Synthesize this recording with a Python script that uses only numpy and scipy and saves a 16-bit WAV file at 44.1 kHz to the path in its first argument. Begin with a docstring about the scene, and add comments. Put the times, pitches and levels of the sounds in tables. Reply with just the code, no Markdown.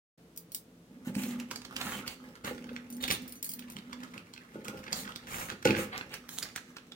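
"""A thin plastic sheet snaps, crinkles, hisses and squeaks as hands fit it into a cardboard box on a stone floor.
Each snap is a short burst of noise with a ringing facet; crinkles, hiss and squeaks are built from random clicks.
The box booms under the fingers (clicks through narrow resonances) and thuds when struck (fading sine waves).
Bangles clink on the wrist: noisy contacts and high ringing tones.
Around them is a small, hard room with soft air noise and a faint hum, heard from close by."""
import sys
import numpy as np
from scipy import signal
from scipy.fft import rfft, irfft
from scipy.io import wavfile

SR = 44100
rng = np.random.default_rng(int(sys.argv[2]) if len(sys.argv) > 2 else 0)


def unload_wav(signal):
    """Save mono or channel-first audio to the path in sys.argv[1] as 16-bit WAV at rate SR, clipped to [-1, 1]."""
    wavfile.write(
        sys.argv[1],
        SR,
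        np.round(np.clip(np.atleast_2d(signal).T, -1, 1) * 32767).astype(np.int16),
    )


N = 306495
T = np.arange(N) / SR  # time of every sample, in seconds


def undb(db):
    """Turn decibels into a plain multiplier."""
    return 10 ** (np.asarray(db) / 20)


def unit(x):
    """Scale a sound to an average (rms) strength of 1."""
    return x / np.sqrt(np.mean(x ** 2))


def fade(t, t60):
    """A sound left to die away, 60 dB weaker after t60 seconds."""
    return np.exp(-np.log(1000) * t / t60)


def freqs(x):
    """Frequency in Hz of each bin of the spectrum of x, kept at 1 or more."""
    return np.maximum(np.fft.rfftfreq(x.shape[-1], 1 / SR), 1)


def colour(x, points):
    """Shape a sound by a spectrum of (pitch_hz, level_db) points, then scale it to strength 1."""
    hz, db = np.transpose(points)
    gain = undb(np.interp(np.log(freqs(x)), np.log(hz), db))
    return unit(irfft(rfft(x) * gain, x.shape[-1]))


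def resonate(x, hz, width_hz):
    """One resonance: passes its centre pitch unchanged and weakens the pitches around it."""
    f = freqs(x)
    return irfft(rfft(x) / (1 + 1j * (f / hz - hz / f) * hz / width_hz), len(x))


def add(track, s, sound):
    """Mix a sound into a track, starting at s seconds."""
    i = int(s * SR)
    track[..., i:i + sound.shape[-1]] += sound[..., :N - i]


def grains(rate, spread_db, size=N):
    """Random clicks, about rate per second, most small and a few large."""
    sizes = undb(spread_db * np.minimum(rng.exponential(size=size), 4))
    happens = rng.random(size) < rate / SR
    return happens * sizes * rng.choice([-1, 1], size)


def walk(rate, size=N):
    """Smooth random wander of spread near 1, given a new target rate times a second."""
    k = int(SR / rate)
    targets = rng.standard_normal(size // k + 2)
    return 1.2 * np.interp(np.arange(size) / k, np.arange(size // k + 2), targets)


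def pair(size):
    """Spread-out noise at two nearby microphone openings: alike in the bass, unrelated in the treble."""
    mid, side = rng.standard_normal((2, size))
    alike = np.sinc(freqs(mid) / 1400)
    mid = irfft(rfft(mid) * np.sqrt(1 + alike), size)
    side = irfft(rfft(side) * np.sqrt(1 - alike), size)
    return np.array([mid + side, mid - side]) / np.sqrt(2)


# spectrum of the still air in the room: pitch_hz, level_db
AIR_SPECTRUM = [(15, -62), (25, -15), (43, -35), (114, -4), (145, -7.5), (175, 0), (206, -6), (344, -5.5),
                (373, -9.5), (451, -9), (489, -9), (714, -19.5), (911, -21), (1400, -21.5), (16000, -35.5)]
# tones of the hum: pitch_hz, level_db
HUM_TONES = [(57, -73), (172.3, -67), (247.6, -67.5), (446.8, -74.5), (699.8, -84.5)]
AIR_LEVEL_DB, HUM_WIDTH_HZ = -59.5, 4


def room_tone():
    """Soft air noise, and a hum of narrow bands of noise that waver slightly."""
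    hum = 0
    for hz, level_db in HUM_TONES:
        tone = resonate(resonate(rng.standard_normal(N), hz, HUM_WIDTH_HZ), hz, 30)
        hum = hum + undb(level_db) * unit(tone)
    return undb(AIR_LEVEL_DB) * colour(pair(N), AIR_SPECTRUM) + hum


# where the hands are: time_s, left_lead_s (how much sooner the left side hears a source with offside 1)
HAND_PATH = [(.6, .00039), (1.2, .0001), (1.75, -.0002), (2.5, .00045), (4.9, .0004), (5.85, .00045),
             (6.3, -.00009), (6.7, .00014)]
SHADE_DB = 0.5  # shift of the balance to the left when the hands are furthest left and offside is 1


def place(x, offside, pan_db, early_db, late_db):
    """One side hears a sound slightly sooner; each has its own balance; floor and door reflect, the room rings."""
    bearing, t = np.interp(T, *np.transpose(HAND_PATH)), T[:SR * 3 // 4]
    # left-right balance: above 0 the left is louder, below 0 the right
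    balance_db = pan_db + SHADE_DB * offside * bearing / bearing.max()
    x = x * undb(np.array([[1], [-1]]) * balance_db / 2)
    # the echoes are fading noise: a short dense part, then a longer tail
    early = pair(len(t)) * fade(t, 0.15) * (t > .0015)
    tail = colour(pair(len(t)), [(100, 6.5), (2500, 4.0), (7000, 2), (16000, -6)])  # pitch_hz, level_db
    late = tail * fade(t, 0.57) * (t > .012)
    echo = (undb(early_db) * unit(early) + undb(late_db) * unit(late)) / np.sqrt(len(t))
    lead = np.round(offside * bearing * SR) / SR  # whole samples
    direct = np.array([x[0], np.interp(T - lead, T, x[1])])
    return direct + signal.fftconvolve(x, echo, axes=1)[:, :N]


# bangles striking each other: start_s, level_db, chatter_s (time constant of its dying out), ring_db (free ringing)
BANGLE_CLINKS = [(0.362, -45, .018, -18), (0.375, -32, 0.0094, -21), (0.519, -36.5, 0.011, -16),
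                 (0.5472, -22.5, .008, -19), (2.902, -40.5, 0.013, -10), (2.9253, -40.5, 0.0072, -5),
                 (2.967, -41, 0.012, -15), (3.026, -34, .018, -14), (3.0775, -33, .018, -14),
                 (3.1103, -23.5, 0.013, -18), (3.122, -27, 0.0087, -2), (3.22, -45.5, .02, -9),
                 (3.2783, -38.5, 0.026, -36), (3.293, -44, .015, -8), (3.3228, -34.5, 0.0043, -22),
                 (3.355, -46.5, 0.016, -0.5), (3.4275, -26.5, 0.0044, -16), (3.4441, -27.5, 0.03, -9),
                 (3.464, -37, 0.02, -5), (3.4915, -28, .018, -14), (3.516, -35.5, 0.015, -5),
                 (3.5362, -30, 0.0044, -36), (3.592, -38, .004, -20), (3.7002, -35.5, 0.005, -23),
                 (3.7213, -43.5, 0.0074, -8)]
# typical ringing tones of the bangles: pitch_hz, level_db, fade_s (time to fall by 60 dB)
BANGLE_TONES = [(3150, -25, 0.089), (4410, -9.5, 0.11), (4580, -4.5, 0.12), (6280, 7, .12),
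                (7950, -23, 0.054), (9070, 15, 0.068), (9500, 7, 0.085), (10100, -5, 0.059),
                (11450, -20, 0.056), (12900, 5, .08), (13000, -14, .1), (14060, -3, .18), (14600, -9, 0.1),
                (15560, -5, 0.063)]
# spectrum of the hard contact: pitch_hz, level_db
CONTACT_SPECTRUM = [(1000, -62), (2300, -13.5), (4800, -2.5), (7500, -3), (10000, 0.5), (12000, -3.5),
                    (15000, 8), (16500, -1)]
CONTACT_T60_S, CHATTER_PER_S, CHATTER_DB = 0.019, 280, -11


def bangles():
    """Each clink is a hard contact and a chatter of more; bangles that swing clear of the wrist ring on."""
    out, t = np.zeros(N), T[:SR // 4]
    hz, db, t60 = np.transpose(BANGLE_TONES)
    decays = np.array([fade(t, d) for d in t60])
    for s, level_db, chatter_s, ring_db in BANGLE_CLINKS:
        # every clink has its own slight tuning and balance of tones
        detune, strength, phase = rng.standard_normal((3, len(hz), 1))
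        tuning = hz[:, None] * (1 + .007 * detune)
        weight = undb(db[:, None] + 3 * strength)
        tones = weight * np.sin(2 * np.pi * (tuning * t + phase)) * decays
        ring = tones.sum(0) / np.linalg.norm(weight)
        contact = colour(rng.standard_normal(len(t)), CONTACT_SPECTRUM) * fade(t, CONTACT_T60_S)
        strike = contact + undb(ring_db) * ring
        hits = undb(CHATTER_DB) * grains(CHATTER_PER_S, 2.5, size=len(t)) * np.exp(-t / chatter_s)
        hits[0] = 1  # the first, full contact
        add(out, s, undb(level_db) * signal.fftconvolve(strike, hits)[:len(t)])
    return out


# each shift of the hands on box and sheet:
# start_s, length_s, boom_db (hollow note), rumble_db (walls), crinkle_db (sheet), drumming_db (panel)
GRIP_SHIFTS = [(0.867, 0.16, -55, -64.5, -67, -58), (1.102, 0.31, -42, -54, -54, -48.5),
               (1.48, 0.11, -53, -59.5, -59, -58), (1.634, 0.43, -50, -55.5, -52.5, -56.5),
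               (2.188, 0.12, -55, -60, -63, -63), (2.427, 0.34, -47.5, -56.5, -57.5, -61),
               (2.784, 0.47, -46.5, -59, -70, -59), (3.45, 0.35, -54, -69, -66.5, -57.5),
               (3.81, 0.24, -49.5, -61.5, -60, -61), (4.135, 0.023, -59, -62.5, -57.5, -62),
               (4.47, 0.32, -63, -58.5, -55, -53), (4.83, 0.26, -67, -54.5, -51, -55),
               (5.194, 0.3, -61, -54.5, -47.5, -59.5), (5.679, .13, -52, -46, -44.5, -52),
               (5.902, 0.25, -71, -58.5, -60.5, -71), (6.341, .11, -78, -72, -52, -77)]
HOLD_FROM_S = 1  # from here to the end the fingers also keep a faint steady hold
GRIP_SWELL, GRIP_RELEASE_S = 0.31, 0.21  # share of its length over which a shift swells; time to fall by 60 dB


def handling(hold_db, column):
    """Level of one handling sound: each shift of grip swells, holds and dies away, over the steady hold."""
    t = T[::32]  # a coarse time grid is enough
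    power = undb(hold_db) ** 2 * (t > HOLD_FROM_S)
    for row in GRIP_SHIFTS:
        s, length_s = row[:2]
        swell = np.clip((t - s) / (GRIP_SWELL * length_s), 0, 1)
        envelope = swell * fade(np.maximum(t - s - length_s, 0), GRIP_RELEASE_S)
        power = power + (undb(row[column]) * envelope) ** 2
    return np.interp(T, t, np.sqrt(power))


# spectrum of the box walls: pitch_hz, level_db
WALL_SPECTRUM = [(24, -64), (40, -21), (197, 1), (243, -29), (291, -4), (334, -7), (466, -9.5), (513, 1),
                 (716, -28), (857, -5.5), (1100, -59), (1430, -57), (2420, -120)]
CAVITY_HZ, CAVITY_WIDTH_HZ, CAVITY_WAVER_HZ = 246, 8, 1.1  # the air inside the box
PANEL_HZ, PANEL_WIDTH_HZ = 207.6, 66
HOLD_BOOM_DB, HOLD_RUMBLE_DB = -62, -76  # steady hold: hollow note; walls and panel


def box_rub():
    """Fingers stick and slip: a panel drums, walls rumble, the air inside hums a note that wavers as the box flexes."""
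    note = resonate(resonate(grains(900, 3), CAVITY_HZ, CAVITY_WIDTH_HZ), CAVITY_HZ, 90)
    note = signal.hilbert(note)  # complex form, so its pitch can be shifted
    pitch_waver = np.exp(2j * np.pi * np.cumsum(CAVITY_WAVER_HZ * walk(14)) / SR)
    flex = pitch_waver * undb(1.6 * walk(18))
    # evened out: steady rubbing keeps the note from dying away between slips
    boom = unit((flex * note / np.abs(note) ** .6).real)
    panel = unit(resonate(resonate(grains(400, 3), PANEL_HZ, PANEL_WIDTH_HZ), PANEL_HZ, 90))
    walls = colour(grains(900, 4.6), WALL_SPECTRUM)
    out = boom * handling(HOLD_BOOM_DB, column=2)
    out = out + walls * handling(HOLD_RUMBLE_DB, column=3)
    return out + panel * handling(HOLD_RUMBLE_DB, column=5)


# blows on the box: start_s, level_db, spot_hz (pitch favoured by the spot struck), spread_octaves (around it)
BOX_BLOWS = [(1.07, -28, 216, 0.47), (1.088, -29.5, 195, 0.54), (1.162, -24, 220, 0.51),
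             (1.225, -37, 205, 0.59), (1.512, -39, 350, 1.5), (1.85, -32.5, 209, 0.39),
             (1.955, -35.5, 214, 0.51), (2.442, -34, 332, 1.9), (2.475, -35.5, 510, .7),
             (2.508, -27.5, 510, 0.76), (2.636, -45, 332, .6), (2.698, -46, 440, 0.71),
             (2.714, -35.5, 505, 0.36), (3.1, -29.5, 254, 1.03), (3.753, -41, 182, 0.41),
             (4.16, -42.5, 300, 1.6), (4.555, -31, 397, 1.1), (4.574, -40, 500, 0.61),
             (4.682, -33.5, 330, 1.66), (4.733, -31.5, 480, 0.96), (4.756, -38.5, 350, 1.7),
             (5.517, -35, 300, 1.6), (5.653, -10.5, 458, 1.09), (5.675, -20, 220, 1.6),
             (5.697, -18, 280, 0.99), (5.772, -28, 193, 0.78), (5.787, -30, 496, 0.69)]
# typical ringing tones of the box: pitch_hz, level_db, fade_s (time to fall by 60 dB)
BOX_TONES = [(96.8, -2.5, 0.58), (121.7, 2, 0.23), (148.4, -4, 0.13), (181.4, -1.5, 0.16), (209.1, 0, 0.13),
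             (231, -3, .12), (264.4, -1, 0.099), (325.2, -1, 0.18), (399, -3.5, 0.11), (449.3, -8, 0.117),
             (476.5, 2, 0.069), (516, 7, 0.067), (819, 0.5, 0.058), (1420, 16, 0.11)]
MODE_SHIFT, FLUTTER_DB = .012, -17  # share by which the grip retunes each tone; level of the loose flaps


def box_knocks():
    """Blows ring the box: slack panels favour low tones, stiff edges high ones; loose flaps flutter dully."""
    out, t = np.zeros(N), T[:SR // 2]
    hz, db, t60 = np.transpose(BOX_TONES)
    for s, level_db, spot_hz, octaves in BOX_BLOWS:
        weight = undb(db) * np.exp(-(np.log2(hz / spot_hz) / octaves) ** 2)
        tuning = hz * (1 + MODE_SHIFT * rng.standard_normal(len(hz)))
        ring = np.zeros(len(t))
        for f, w, d in zip(tuning, weight, t60):
            ring += w * np.sin(2 * np.pi * (f * t + rng.random())) * fade(t, d)
        ring = ring / np.linalg.norm(weight)
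        flutter = undb(FLUTTER_DB) * colour(rng.standard_normal(len(t)), WALL_SPECTRUM) * fade(t, 0.22)
        push = (1 - np.exp(-t / .0013)) ** 2  # soft start of the blow
        add(out, s, undb(level_db) * (ring + flutter) * push)
    return out


# spectrum of the crinkling: pitch_hz, level_db
CRINKLE_SPECTRUM = [(400, 14), (800, 12), (1400, 15.5), (2600, 9), (4500, 4), (8000, 0.5), (16000, -3)]
HOLD_CRINKLE_DB = -67.5  # crinkling under the steady hold
FACET_WIDTH_HZ = 550  # a facet is a flat patch of sheet between creases; also used by the snaps


def crinkle():
    """Many tiny creases give way in flurries, each facet with its own brief rattle and pitch."""
    t, facets = T[:SR // 50], 0
    flurry = undb(4 * walk(35))  # crowds and thins the clicks
    for hz in np.geomspace(1200, 6000, 10):
        rattle = rng.standard_normal(len(t)) * fade(t, 0.0071)
        rattle = unit(rattle + 2 * resonate(rattle, hz, FACET_WIDTH_HZ))
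        facets = facets + signal.oaconvolve(grains(55 * flurry, 6), rattle)[:N]
    return colour(facets, CRINKLE_SPECTRUM) * handling(HOLD_CRINKLE_DB, column=4)


# the sheet dragged over cardboard: start_s, length_s, rasp_db, hiss_db, pitch_hz (of the rasp)
SHEET_STROKES = [(1.044, 0.056, -51, -53, 1570), (1.134, 0.21, -53, -48, 2530),
                 (1.765, 0.21, -46.5, -47.5, 1500), (1.897, 0.12, -50, -52, 2790),
                 (2.05, 0.1, -52.5, -55.5, 2550), (2.437, 0.082, -41, -48, 1690),
                 (3.003, 0.06, -41.5, -47.5, 3680), (3.085, 0.08, -40, -45, 3520),
                 (4.933, 0.1, -49.5, -43.5, 4180), (5.269, 0.23, -51, -45.5, 2450),
                 (5.644, 0.074, -36, -47, 2350), (5.758, 0.089, -51, -45, 2460),
                 (5.914, 0.083, -45.5, -65, 1620), (6.097, 0.082, -48.5, -56.5, 2400),
                 (6.289, 0.11, -56, -47.5, 4060)]
# spectrum of the coarse slips: pitch_hz, level_db
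RASP_SPECTRUM = [(300, 7), (800, 8), (1100, 7), (1500, 6), (2700, 4.5), (4500, 4), (7000, -54),
                 (16000, -27)]
# spectrum of the fine slips: pitch_hz, level_db
HISS_SPECTRUM = [(2000, -38), (4000, -9), (7000, 6), (10000, 1.5), (13000, 1), (16000, 3)]
STROKE_ARCH, JERK_DB, JERKS_PER_S = .7, 2.5, 70  # below 1 the stroke's arch is fuller; size and pace of its jerks


def slide():
    """Film dragged in small jerks: coarse slips rasp in the wall, fine ones merge into a hiss."""
    out, size = np.zeros(N), SR // 2
    for s, length_s, rasp_db, hiss_db, hz in SHEET_STROKES:
        slips = colour(grains(2000, 4.5, size=size), RASP_SPECTRUM)
        rasp = unit(slips + 2.3 * resonate(slips, hz, 700))
        hiss = colour(grains(7000, 5, size=size), HISS_SPECTRUM)
        speed = np.sin(np.pi * np.clip(T[:size] / length_s, 0, 1)) ** STROKE_ARCH
        jerks = undb(JERK_DB * walk(JERKS_PER_S, size=size))
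        # the hiss follows the jerks half as strongly in dB
        friction = undb(rasp_db) * rasp * jerks + undb(hiss_db) * hiss * np.sqrt(jerks)
        add(out, s, speed * friction)
    return out


# the sheet catching and squeaking on the cardboard: start_s, length_s, pitch_hz, level_db
SHEET_SQUEAKS = [(1.927, 0.031, 3060, -45), (2.035, 0.018, 1330, -47), (3.658, 0.068, 996, -59)]
SQUEAK_WIDTH = 0.065  # width of the resonance, as a share of its pitch


def squeaks():
    """Where the film grips, its slips fall into step and sing briefly at one rough pitch."""
    out, size = np.zeros(N), SR // 4
    for s, length_s, hz, level_db in SHEET_SQUEAKS:
        width_hz = SQUEAK_WIDTH * hz
        note = resonate(resonate(grains(2900, 0.75, size=size), hz, width_hz), hz, 3 * width_hz)
        arch = np.sin(np.pi * np.clip(T[:size] / length_s, 0, 1))
        add(out, s, undb(level_db) * unit(note) * arch)
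    return out


# larger creases snapping over: start_s, level_db, treble_db (-16.5 keeps the spectrum below as it is),
# fade_s (time to fall by 60 dB), facet_hz (pitch of the patch beside the crease)
CREASE_SNAPS = [(1.151, -34, -13, 0.0086, 1440), (1.234, -35, -14, 0.011, 2600),
                (1.3982, -39, -16, 0.015, 2800), (1.5106, -32.5, -16, 0.024, 1190),
                (1.558, -34.5, -15, 0.014, 4670), (1.6173, -42, -19, .0086, 1270),
                (1.649, -40, -22, 0.016, 4400), (1.764, -27.5, -17.5, 0.0094, 2560),
                (1.8121, -30.5, -23, 0.015, 2730), (1.867, -36, -37, .014, 1420),
                (2.076, -30.5, -14.5, 0.017, 4530), (2.353, -48.5, -20, .012, 1370),
                (2.445, -36.5, -18, 0.013, 1480), (2.579, -44, -24, 0.0093, 1500),
                (2.641, -47, -22, .012, 1270), (2.69, -44.5, -39, 0.024, 1420),
                (2.763, -34, -31, 0.0046, 1500), (3.037, -27, -23, 0.017, 3870),
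                (3.0777, -32, -21, 0.038, 2730), (3.102, -25.5, -19, 0.013, 2800),
                (3.1105, -20, -24, 0.0064, 4200), (3.123, -40, -28, 0.012, 4900),
                (3.5916, -40.5, -27, 0.01, 3900), (3.6215, -46, -37, 0.012, 2520),
                (3.766, -34.5, -25, 0.0052, 3080), (3.785, -44, -21, .012, 3960),
                (3.928, -36, -27, 0.017, 1370), (4.0336, -41, -20, .0095, 1120),
                (4.135, -49.5, -29, .02, 1590), (4.1775, -38.5, -23.5, 0.0072, 2630),
                (4.336, -41, -19, 0.0099, 4360), (4.3618, -46, -41, 0.0091, 2260),
                (4.3764, -40, -31, 0.0069, 2500), (4.644, -45.5, -8, 0.041, 2220),
                (4.681, -34, -13.5, 0.0098, 2150), (4.7742, -44.5, -47, 0.0097, 2600),
                (4.8393, -38, -26, 0.0061, 1820), (4.863, -43, -42, 0.034, 1510),
                (4.8783, -38.5, -41, 0.02, 2080), (4.927, -22, -18.5, 0.01, 4690),
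                (5.0516, -43, -36, 0.01, 2750), (5.075, -39, -38, 0.012, 1390),
                (5.119, -44.5, -23, 0.012, 3190), (5.1589, -32.5, -20, 0.0077, 3800),
                (5.269, -46, -29, .012, 1590), (5.3154, -37.5, -30, 0.0064, 2560),
                (5.341, -39.5, -35, 0.016, 1710), (5.4996, -31, -22, .009, 1590),
                (5.52, -36.5, -24, 0.0069, 2390), (5.625, -40.5, -19, 0.015, 1350),
                (5.6513, -22.5, -21.5, .014, 2540), (5.6717, -25.5, -32, 0.015, 2630),
                (5.7057, -22, -35, 0.0077, 2370), (5.748, -29.5, -45, 0.013, 1540),
                (5.7646, -31, -45, 0.017, 2170), (5.96, -38, -39, 0.0097, 2300),
                (5.9775, -28, -23, 0.0038, 1360), (6.01, -31.5, -53, 0.007, 1490),
                (6.1385, -35.5, -13, 0.019, 1360), (6.29, -35, -8, 0.0077, 1440),
                (6.3852, -23, -2.5, 0.0036, 3760), (6.425, -32.5, -13.5, 0.044, 4700),
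                (6.4877, -47, -20, 0.0062, 6460), (6.5594, -31, -14, .013, 1490),
                (6.574, -39.5, -27, 0.031, 1420), (6.766, -38.5, -25, 0.015, 1610),
                (6.783, -47, -33, 0.013, 2480), (6.919, -43, -25, .014, 3480)]
# spectrum of a snap: pitch_hz, level_db
SNAP_SPECTRUM = [(250, 4), (700, -0.5), (1400, 8), (2700, 8), (4500, 7.5), (7000, 5.5), (11000, -2.5),
                 (16000, -2)]
FACET_DB, SNAP_RISE_S = 4, .0016  # how strongly a facet rings; how quickly a snap builds up
LEAD_IN_S, LEAD_IN_DB = .005, -15  # a faint burst of noise leads each snap: by how long, how loud against it


def snaps():
    """A crease buckles in milliseconds and rings the facet beside it; a faint burst of noise leads each snap."""
    out, t = np.zeros(N), T[:SR // 8]
    snap_hz, snap_db = np.transpose(SNAP_SPECTRUM)
    for s, level_db, treble_db, t60, facet_hz in CREASE_SNAPS:
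        # the treble setting comes in from 3500 Hz and is complete at 8000 Hz
        tilt_db = (treble_db + 16.5) * np.clip((snap_hz - 3500) / 4500, 0, 1)
        burst = colour(rng.standard_normal(len(t)), np.column_stack([snap_hz, snap_db + tilt_db]))
        burst = unit(burst + undb(FACET_DB) * resonate(burst, facet_hz, FACET_WIDTH_HZ))
        buckle = fade(t, t60) * (1 - np.exp(-t / SNAP_RISE_S)) ** 2
        buckle = buckle / buckle.max()
        add(out, s, undb(level_db) * burst * buckle)
        # the lead-in uses the same noise backwards
        add(out, s - LEAD_IN_S, undb(level_db + LEAD_IN_DB) * burst[::-1] * buckle)
    return out


def scene():
    """Room, wrist, box and sheet, each sound at its own spot."""
    wrist = place(bangles(), offside=0.92, pan_db=-1.0, early_db=-4.0, late_db=-27)
    box = place(box_rub() + box_knocks(), offside=0.38, pan_db=-1.5, early_db=-15, late_db=-12)
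    sheet = place(crinkle(), offside=1, pan_db=-3.0, early_db=0.5, late_db=-9.0)
    strokes = place(slide() + squeaks(), offside=0.99, pan_db=-3, early_db=1, late_db=-18)
    creases = place(snaps(), offside=0.94, pan_db=-6, early_db=-4.5, late_db=-14.0)
    return room_tone() + wrist + box + sheet + strokes + creases


START_S, TOP_HZ = 0.1748, 15900  # end of the opening silence; highest pitch let through


def record(dry):
    """The microphone opens after a moment of silence, thins the deepest bass and cuts the top."""
    opened = np.clip((T - START_S) / .005, 0, 1)
    bass_cut = signal.butter(2, 45, "high", fs=SR, output="sos")
    thinned = signal.sosfilt(bass_cut, dry * opened)
    top_cut = signal.ellip(10, .2, 80, TOP_HZ, fs=SR, output="sos")
    return signal.sosfilt(top_cut, thinned)


dry = scene()
out = record(dry)
unload_wav(out)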